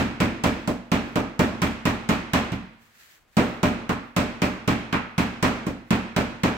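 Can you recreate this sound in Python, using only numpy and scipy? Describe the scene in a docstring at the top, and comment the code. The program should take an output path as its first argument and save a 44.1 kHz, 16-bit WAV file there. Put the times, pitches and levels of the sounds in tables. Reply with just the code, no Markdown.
"""A wooden rolling pin pounds meat in a plastic bag on a board, about four blows a second, in a tiled kitchen.
Each blow sets decaying tones ringing in worktop, board and jars, with bursts of shaped noise for the clatter.
Sharp clicks make the film snap. A hand shoves the bag, most strongly in a pause: noise and ticks rustle softly.
A faint steady noise is the still room."""
import sys
import numpy as np
from scipy import signal
from scipy.fft import rfft, irfft
from scipy.io import wavfile

SR = 44100
rng = np.random.default_rng(int(sys.argv[2]) if len(sys.argv) > 2 else 0)


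def master_out(mix):
    """Clip the mix to full scale and print it as 16-bit PCM to the path in sys.argv[1]."""
    frames = np.transpose(np.atleast_2d(mix))
    ceiling = np.clip(frames, -1, 1)
    pcm = np.round(ceiling * 32767).astype(np.int16)
    wavfile.write(sys.argv[1], SR, pcm)


N = 289721   # length of the scene in samples

# Blows of the pin: start_s, thump_db, knock_db, smack_db, clack_db, slap_db, rebound_db (board dropping back)
BLOWS = [(-0.029, 3, -4.5, 1.5, .5, 0, -2.5), (0.202, 3, -1.5, -.3, .8, -.7, -5.5),
         (0.437, 2.3, 0, 1, 2.2, 1.7, -14), (0.675, -2.8, -1, -4.5, -8, -2.3, -25),
         (0.9165, 1.7, -2.3, -1.2, .3, -1, -3.5), (1.1565, -1, 0, 0, -3.4, -3, -7),
         (1.392, 2.2, .5, 0, -.6, 1.2, -2), (1.6177, .8, -5, 1.2, .4, 1, -13),
         (1.8535, 1, -3.3, 0, -.3, .3, -3), (2.0895, .6, -5.3, .7, 1.3, 0, -2.5),
         (2.3338, 1, -2.7, 2, 2, 2.2, -1.5), (2.519, -3, -15.5, -12, -9.5, -12.6, -10),
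         (3.368, 1.7, 0, .5, 0, 0, .5), (3.63, 2, -.7, 2.3, .7, 0, -5.5),
         (3.892, -2.5, -6, 1.7, -3.5, -5, -6), (4.1635, .8, -1.7, -.5, .6, 1.3, -2.5),
         (4.418, .1, -2.6, -.5, .3, -.2, -4), (4.6764, 1.5, -4.3, -.5, .5, -.5, -.5),
         (4.9263, -2.2, -7, 2.2, .3, -6.3, .5), (5.1796, .6, -6.6, -1.2, -.3, 0, -1.5),
         (5.4262, 1.5, -1, 1.5, 1.6, 2.5, -.5), (5.6656, -3.3, -7.3, -10.3, -11, -8.5, -19),
         (5.906, .3, -3.8, 0, 0, -1.2, -3), (6.163, .7, -2.3, 0, .2, -.5, -6.5),
         (6.434, .5, -2, 1.1, 1, -.7, -3)]
# Centre pitches of thump, knock, smack, clack and slap: pitch_hz
PART_HZ = [200, 550, 1150, 2300, 8000]
# Ringing tones of the worktop and cupboard below: pitch_hz, level_db, t60_s (time to fall by 60 dB)
WORKTOP = [(42.1, -39, 0.74), (62.2, -33, 0.33), (74.9, -30, 0.45), (91.1, -35.5, 0.32), (120.9, -30, 0.55),
           (143.6, -56, 0.26), (167.6, -6, 0.03), (191.7, -20.5, 0.36), (218.2, -14.5, 0.26),
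           (219.6, -6.5, 0.13), (240, -30, 0.86), (260.3, -28, .41), (283.2, -27, 0.66),
           (311.7, -34.5, 0.7), (331.7, -36.5, 0.72), (418, -33, 0.21), (475, -32.5, 0.33)]
# Slow standing waves of the kitchen: pitch_hz, level_db, t60_s
STANDING_WAVES = [(118.55, -37.5, 0.624), (189.7, -34, 0.68), (226.6, -25, 0.63), (145.3, -36, .6)]
# Hollow note of the cutting board: pitch_hz, level_db, t60_s
BOARD_NOTE = [(602, -20.5, 0.32)]
# Pin and jars on the worktop: pitch_hz, level_db, t60_s
WOOD = [(706, -33, 0.3), (871, -33.5, .25), (980, -38, 0.24), (1020, -40.5, 0.48), (1278, -43.5, .3),
        (1393, -40, .35), (1893, -38, .3), (2320, -37, .35), (2370, -35.5, .25), (2905, -40.5, .4),
        (3307, -65, .25), (3955, -48.5, .16)]
# Walls returning the boom: delay_s, level_db
BOOM_ECHOES = [(.0238, -8.5), (.0622, -19), (.1106, -16.5)]
# Tiles and cupboard doors returning the crack: delay_s, level_db
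CRACK_ECHOES = [(.0095, -1), (.018, -2), (.0255, 0.5), (0.037, -1), (.047, -1), (.054, -1.5), (.087, -21)]
# Dense ring of board, crockery and tiles: pitch_hz, level_db_per_hz
CLATTER = [(100, -60), (200, -52), (350, -50), (550, -52.5), (800, -55.5), (1300, -57), (1800, -60.5),
           (2400, -60.5), (3200, -67), (5000, -73), (7800, -76.5), (9500, -85.5), (15000, -83)]
# First crack of the film, compared with that ring: pitch_hz, level_db
CRACK = [(200, -9), (1000, -13), (3000, 3), (7000, 8), (14000, 4.5)]
# How long the kitchen rings: pitch_hz, t60_s
KITCHEN = [(100, 1), (300, 0.58), (800, 0.77), (2000, 0.84), (4500, 0.73), (8000, 0.51), (14000, .32)]
# How alike left and right are: pitch_hz, correlation (no unit)
LIKENESS = [(100, .9), (250, 0.71), (500, 0.82), (1000, 0.093), (2000, 0.058), (5000, 0), (14000, 0.05)]
# Left level minus right level: pitch_hz, difference_db
TILT = [(50, 1.5), (125, -0.5), (250, -1.8), (500, -0.5), (1000, -2.1), (2200, -2), (4500, -2),
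        (8000, -0.4), (14000, 4.5)]
# Tone of the bag's rustle, relative levels: pitch_hz, level_db_per_hz
BAG = [(530, -45), (900, -10), (1710, 1.5), (3220, -5.5), (4550, -6), (4880, -9), (7770, -8), (8860, -16),
       (11500, -12.5), (15500, -10)]
# Shoves of the bag by the free hand: middle_s, peak_db, half_length_s
SHOVES = [(.61, -66, .05), (1.1, -62, .08), (1.55, -66, .08), (2.87, -60, .07), (3.015, -53, .075),
          (3.125, -54.5, .08), (3.45, -53.5, .11), (4.07, -69, .06), (5.89, -68, .03)]
# Tone of the still room, relative levels: pitch_hz, level_db_per_hz
HUSH = [(45, -1.5), (130, -6.5), (300, -11), (700, -12), (2000, -14.5), (6000, -28.5), (15000, -35.5)]

BAND_EDGES_HZ = np.geomspace(88, 17000, 24)
BAND_CENTRES_HZ = np.sqrt(BAND_EDGES_HZ[1:] * BAND_EDGES_HZ[:-1])
RING = int(.75 * SR)   # longest ring of one blow, in samples
# A full blow rings longest; each dB less of thump takes off a share, down to the shortest share
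FULL_THUMP_DB, SHORTER_PER_DB, SHORTEST_RING = .7, .075, .76
SETTLE_DB, SETTLE_DB_PER_S = -65, 40   # film relaxing after a blow: first level, rate of fading
HUSH_DB, CUTOFF_HZ = -64.5, 15750


def from_db(db):
    """Turn decibels into a gain."""
    return 10 ** (np.asarray(db) / 20)


def rms_one(x):
    """Scale a sound to an average (rms) size of 1."""
    return x / np.sqrt(np.mean(x ** 2) + 1e-20)


def at_hz(points, hz):
    """Read a two-column table at any pitch, on a log pitch axis."""
    pitch_hz, value = np.transpose(points)
    return np.interp(np.log(hz), np.log(pitch_hz), value)


def add(out, sound, start_s):
    """Mix a sound in at a time; what lies outside the scene is dropped."""
    at = round(start_s * SR)
    first, last = max(at, 0), min(at + sound.shape[-1], N)
    if last > first:
        out[:, first:last] += sound[:, first - at:last - at]


def later(x, delay_s):
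    """Delay a response, keeping its length."""
    return np.pad(x, (int(delay_s * SR), 0))[:len(x)]


def panned(hz):
    """Left and right gains at a pitch."""
    return from_db(at_hz(TILT, hz) * np.array([[.5], [-.5]]))


def strength(part_db, hz):
    """How hard one blow drives a pitch, read between its five parts."""
    return from_db(np.interp(np.log(hz), np.log(PART_HZ), part_db))


def ring_length(thump_db):
    """Share of the full ringing time that a blow of this weight reaches."""
    return np.clip(1 - SHORTER_PER_DB * (FULL_THUMP_DB - thump_db), SHORTEST_RING, 1)


def struck(modes, squash_s, scatter_db, detune, lag_s, spread_s, echoes=(), keenness=1):
    """Tones swell after the contact, then ring; each blow lands on a slightly different spot."""
    out, t = np.zeros((2, N)), np.arange(RING) / SR
    heard = np.maximum(t - np.array([[lag_s], [0]]), 0)   # the left side hears it later
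    swell = 1 - np.exp(-heard / squash_s)
    offsets = rng.standard_normal((len(modes), 1, 1)) * [[1], [-1]]
    for start_s, *part_db, rebound_db in BLOWS:
        sound, length = 0, ring_length(part_db[0])
        for k, (hz, db, t60) in enumerate(modes):
            luck, shift = rng.standard_normal(2)
            drive = strength(part_db, hz) ** keenness   # above 1, hard blows stand out more
            gain = (-1) ** k * from_db(db + scatter_db * luck) * drive * panned(hz)
            # short waves reach left and right out of step
            turns = hz * (heard * (1 + detune * shift) + spread_s * offsets[k])
            wave = np.sin((2 * np.pi * turns).astype(np.float32))
            fade = np.exp(-np.log(1000) * t / (t60 * length))
            sound = sound + gain * fade * wave
        sound = sound * swell
        add(out, sound, start_s)
        for delay_s, echo_db in echoes:
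            add(out, sound * from_db(echo_db), start_s + delay_s)
    return out


def band_noise(low, high, size):
    """Stereo noise in one band at 0 dB per Hz, more alike left and right in the bass."""
    sos = signal.butter(3, [low, high], "band", fs=SR, output="sos")
    mid, side = signal.sosfilt(sos, rng.standard_normal((2, size))) * np.sqrt(SR / 4)
    hz = np.sqrt(low * high)
    alike = np.clip(at_hz(LIKENESS, hz), -.95, .95)
    return (np.sqrt(1 + alike) * mid + np.sqrt(1 - alike) * side * [[1], [-1]]) * panned(hz)


def clatter(crack_s, rise_cycles, echo_s, echo_top_hz, rebound_s, rebound_rise_s, rebound_top_hz,
            board_t60, board_db, room_db, repeat, spot_db):
    """The film cracks, the board rings and drops back once, and the tiled room carries both on."""
    out, t = np.zeros((2, N)), np.arange(RING) / SR
    delays = rebound_s * from_db(2 * rng.standard_normal(len(BLOWS)))
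    # squared gains are powers, which add up for unrelated noises
    echoes = sum(from_db(db) ** 2 * later(np.exp(-t / echo_s), delay_s) for delay_s, db in CRACK_ECHOES)
    board = from_db(board_db - 60 * t / board_t60) ** 2
    for low, high, hz in zip(BAND_EDGES_HZ, BAND_EDGES_HZ[1:], BAND_CENTRES_HZ):
        noise = band_noise(low, high, N + RING)
        # part of the echo pattern recurs at every blow
        same_paths, new_paths = noise[:, :RING], noise[:, RING:]
        crack = from_db(at_hz(CRACK, hz)) ** 2 * np.exp(-t / crack_s)
        room = from_db(room_db - 60 * t / at_hz(KITCHEN, hz)) ** 2
        dulled_echoes = echoes / (1 + (hz / echo_top_hz) ** 2)
        rise = (1 - np.exp(-t * hz / rise_cycles)) ** 2
        first = (crack + board + room + dulled_echoes) * rise
        rebound_rise = 1 - np.exp(-t / rebound_rise_s)
        second = (board + room) * rebound_rise / (1 + (hz / rebound_top_hz) ** 2)
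        total = np.zeros((1, N))
        for delay_s, (start_s, *part_db, rebound_db) in zip(delays, BLOWS):
            power = first + from_db(rebound_db) ** 2 * later(second, delay_s)
            # a lighter blow runs through the same course faster
            course = np.minimum(np.arange(RING) / ring_length(part_db[0]), RING - 1).astype(int)
            spot = spot_db * rng.standard_normal()   # each spot on the board favours other bands
            gain = strength(part_db, hz) * from_db(at_hz(CLATTER, hz) + spot)
            power = power[course] * gain ** 2
            add(total, power[None], start_s)
            add(out, same_paths * np.sqrt(repeat * power), start_s)
        out += new_paths * np.sqrt((1 - repeat) * total)
    return out


def coloured(x, spectrum):
    """Give a steady noise a tone from a table, at rms 1."""
    hz = np.maximum(np.arange(N // 2 + 1) * SR / N, 1)
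    return rms_one(irfft(rfft(x) * from_db(at_hz(spectrum, hz)) * (hz > 25), N))


def still_room():
    """Faint steady noise, partly shared by left and right."""
    noise = rng.standard_normal((2, N)) + rng.standard_normal(N)
    return from_db(HUSH_DB) * coloured(noise, HUSH)


def bag_motion(t):
    """How strongly the film moves: it settles after each blow and slides with each shove."""
    power = np.zeros(N)
    for start_s, *_, slap_db, rebound_db in BLOWS:
        power += (t > start_s) * from_db(SETTLE_DB + slap_db - SETTLE_DB_PER_S * abs(t - start_s)) ** 2
    for middle_s, db, half_s in SHOVES:
        power += (from_db(db) * np.exp(-((t - middle_s) / half_s) ** 2)) ** 2
    return np.sqrt(power)


def bag(creases_per_s, crease_db, flutter_db, flutter_per_s):
    """Thin film slides in small jerks and its creases tick."""
    t = np.arange(N) / SR
    ticks = (rng.random((2, N)) < creases_per_s / SR) * rng.standard_normal((2, N))
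    rustle = coloured(rng.standard_normal((2, N)) + from_db(crease_db) * rms_one(ticks), BAG)
    jerks = np.interp(t * flutter_per_s, np.arange(N), rng.standard_normal(N))
    return rustle * bag_motion(t) * from_db(flutter_db * jerks)


def snaps(snap_db, within_s, low_hz, lag_s, count):
    """As the pin lands, a few wet folds of film snap shut: clicks that reach the right side later."""
    out = np.zeros((2, N))
    for start_s, *part_db, rebound_db in BLOWS:
        for wait_s, size in zip(rng.exponential(within_s, count), rng.standard_normal(count)):
            click = size * from_db(snap_db + part_db[-1])
            add(out, click * np.array([[1.], [0]]), start_s + wait_s)
            add(out, click * np.array([[0], [1.]]), start_s + wait_s + lag_s)
    return signal.sosfilt(signal.butter(2, low_hz, "high", fs=SR, output="sos"), out + 1e-18)


def scene():
    """Boom, knock and clatter of the blows, the bag and the still room."""
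    boom = struck(WORKTOP, squash_s=.003, scatter_db=1.5, detune=.0025, lag_s=.00029, spread_s=.00006,
                  echoes=BOOM_ECHOES)
    drone = struck(STANDING_WAVES, squash_s=.092, scatter_db=1.1, detune=.00089, lag_s=.00045, spread_s=.00014)
    # the hollow note leaps out when the pin lands squarely
    note = struck(BOARD_NOTE, squash_s=.0097, scatter_db=2.0, detune=.0022, lag_s=.0001, spread_s=.00004,
                  keenness=2.15)
    knock = struck(WOOD, squash_s=.0021, scatter_db=3.5, detune=.0023, lag_s=.0001, spread_s=.0001)
    slap = clatter(crack_s=.0037, rise_cycles=.7, echo_s=.0034, echo_top_hz=2600,
                   rebound_s=.014, rebound_rise_s=.003, rebound_top_hz=3480,
                   board_t60=.23, board_db=.5, room_db=-4.0, repeat=.39, spot_db=.41)
    hush = still_room()
    rustle = bag(creases_per_s=250, crease_db=-9, flutter_db=2.0, flutter_per_s=45)
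    film = snaps(snap_db=-22.0, within_s=.0012, low_hz=1974, lag_s=.0001, count=4)
    return boom + drone + note + knock + slap + hush + rustle + film


def record(dry):
    """The microphone loses the deepest bass, peaks are rounded and the top is cut."""
    ceiling = .8
    thinned = signal.sosfilt(signal.butter(2, 30, "high", fs=SR, output="sos"), dry)
    rounded = ceiling * np.tanh(thinned / ceiling)
    return signal.sosfilt(signal.ellip(10, .1, 90, CUTOFF_HZ, fs=SR, output="sos"), rounded)


dry = scene()
out = record(dry)
master_out(out)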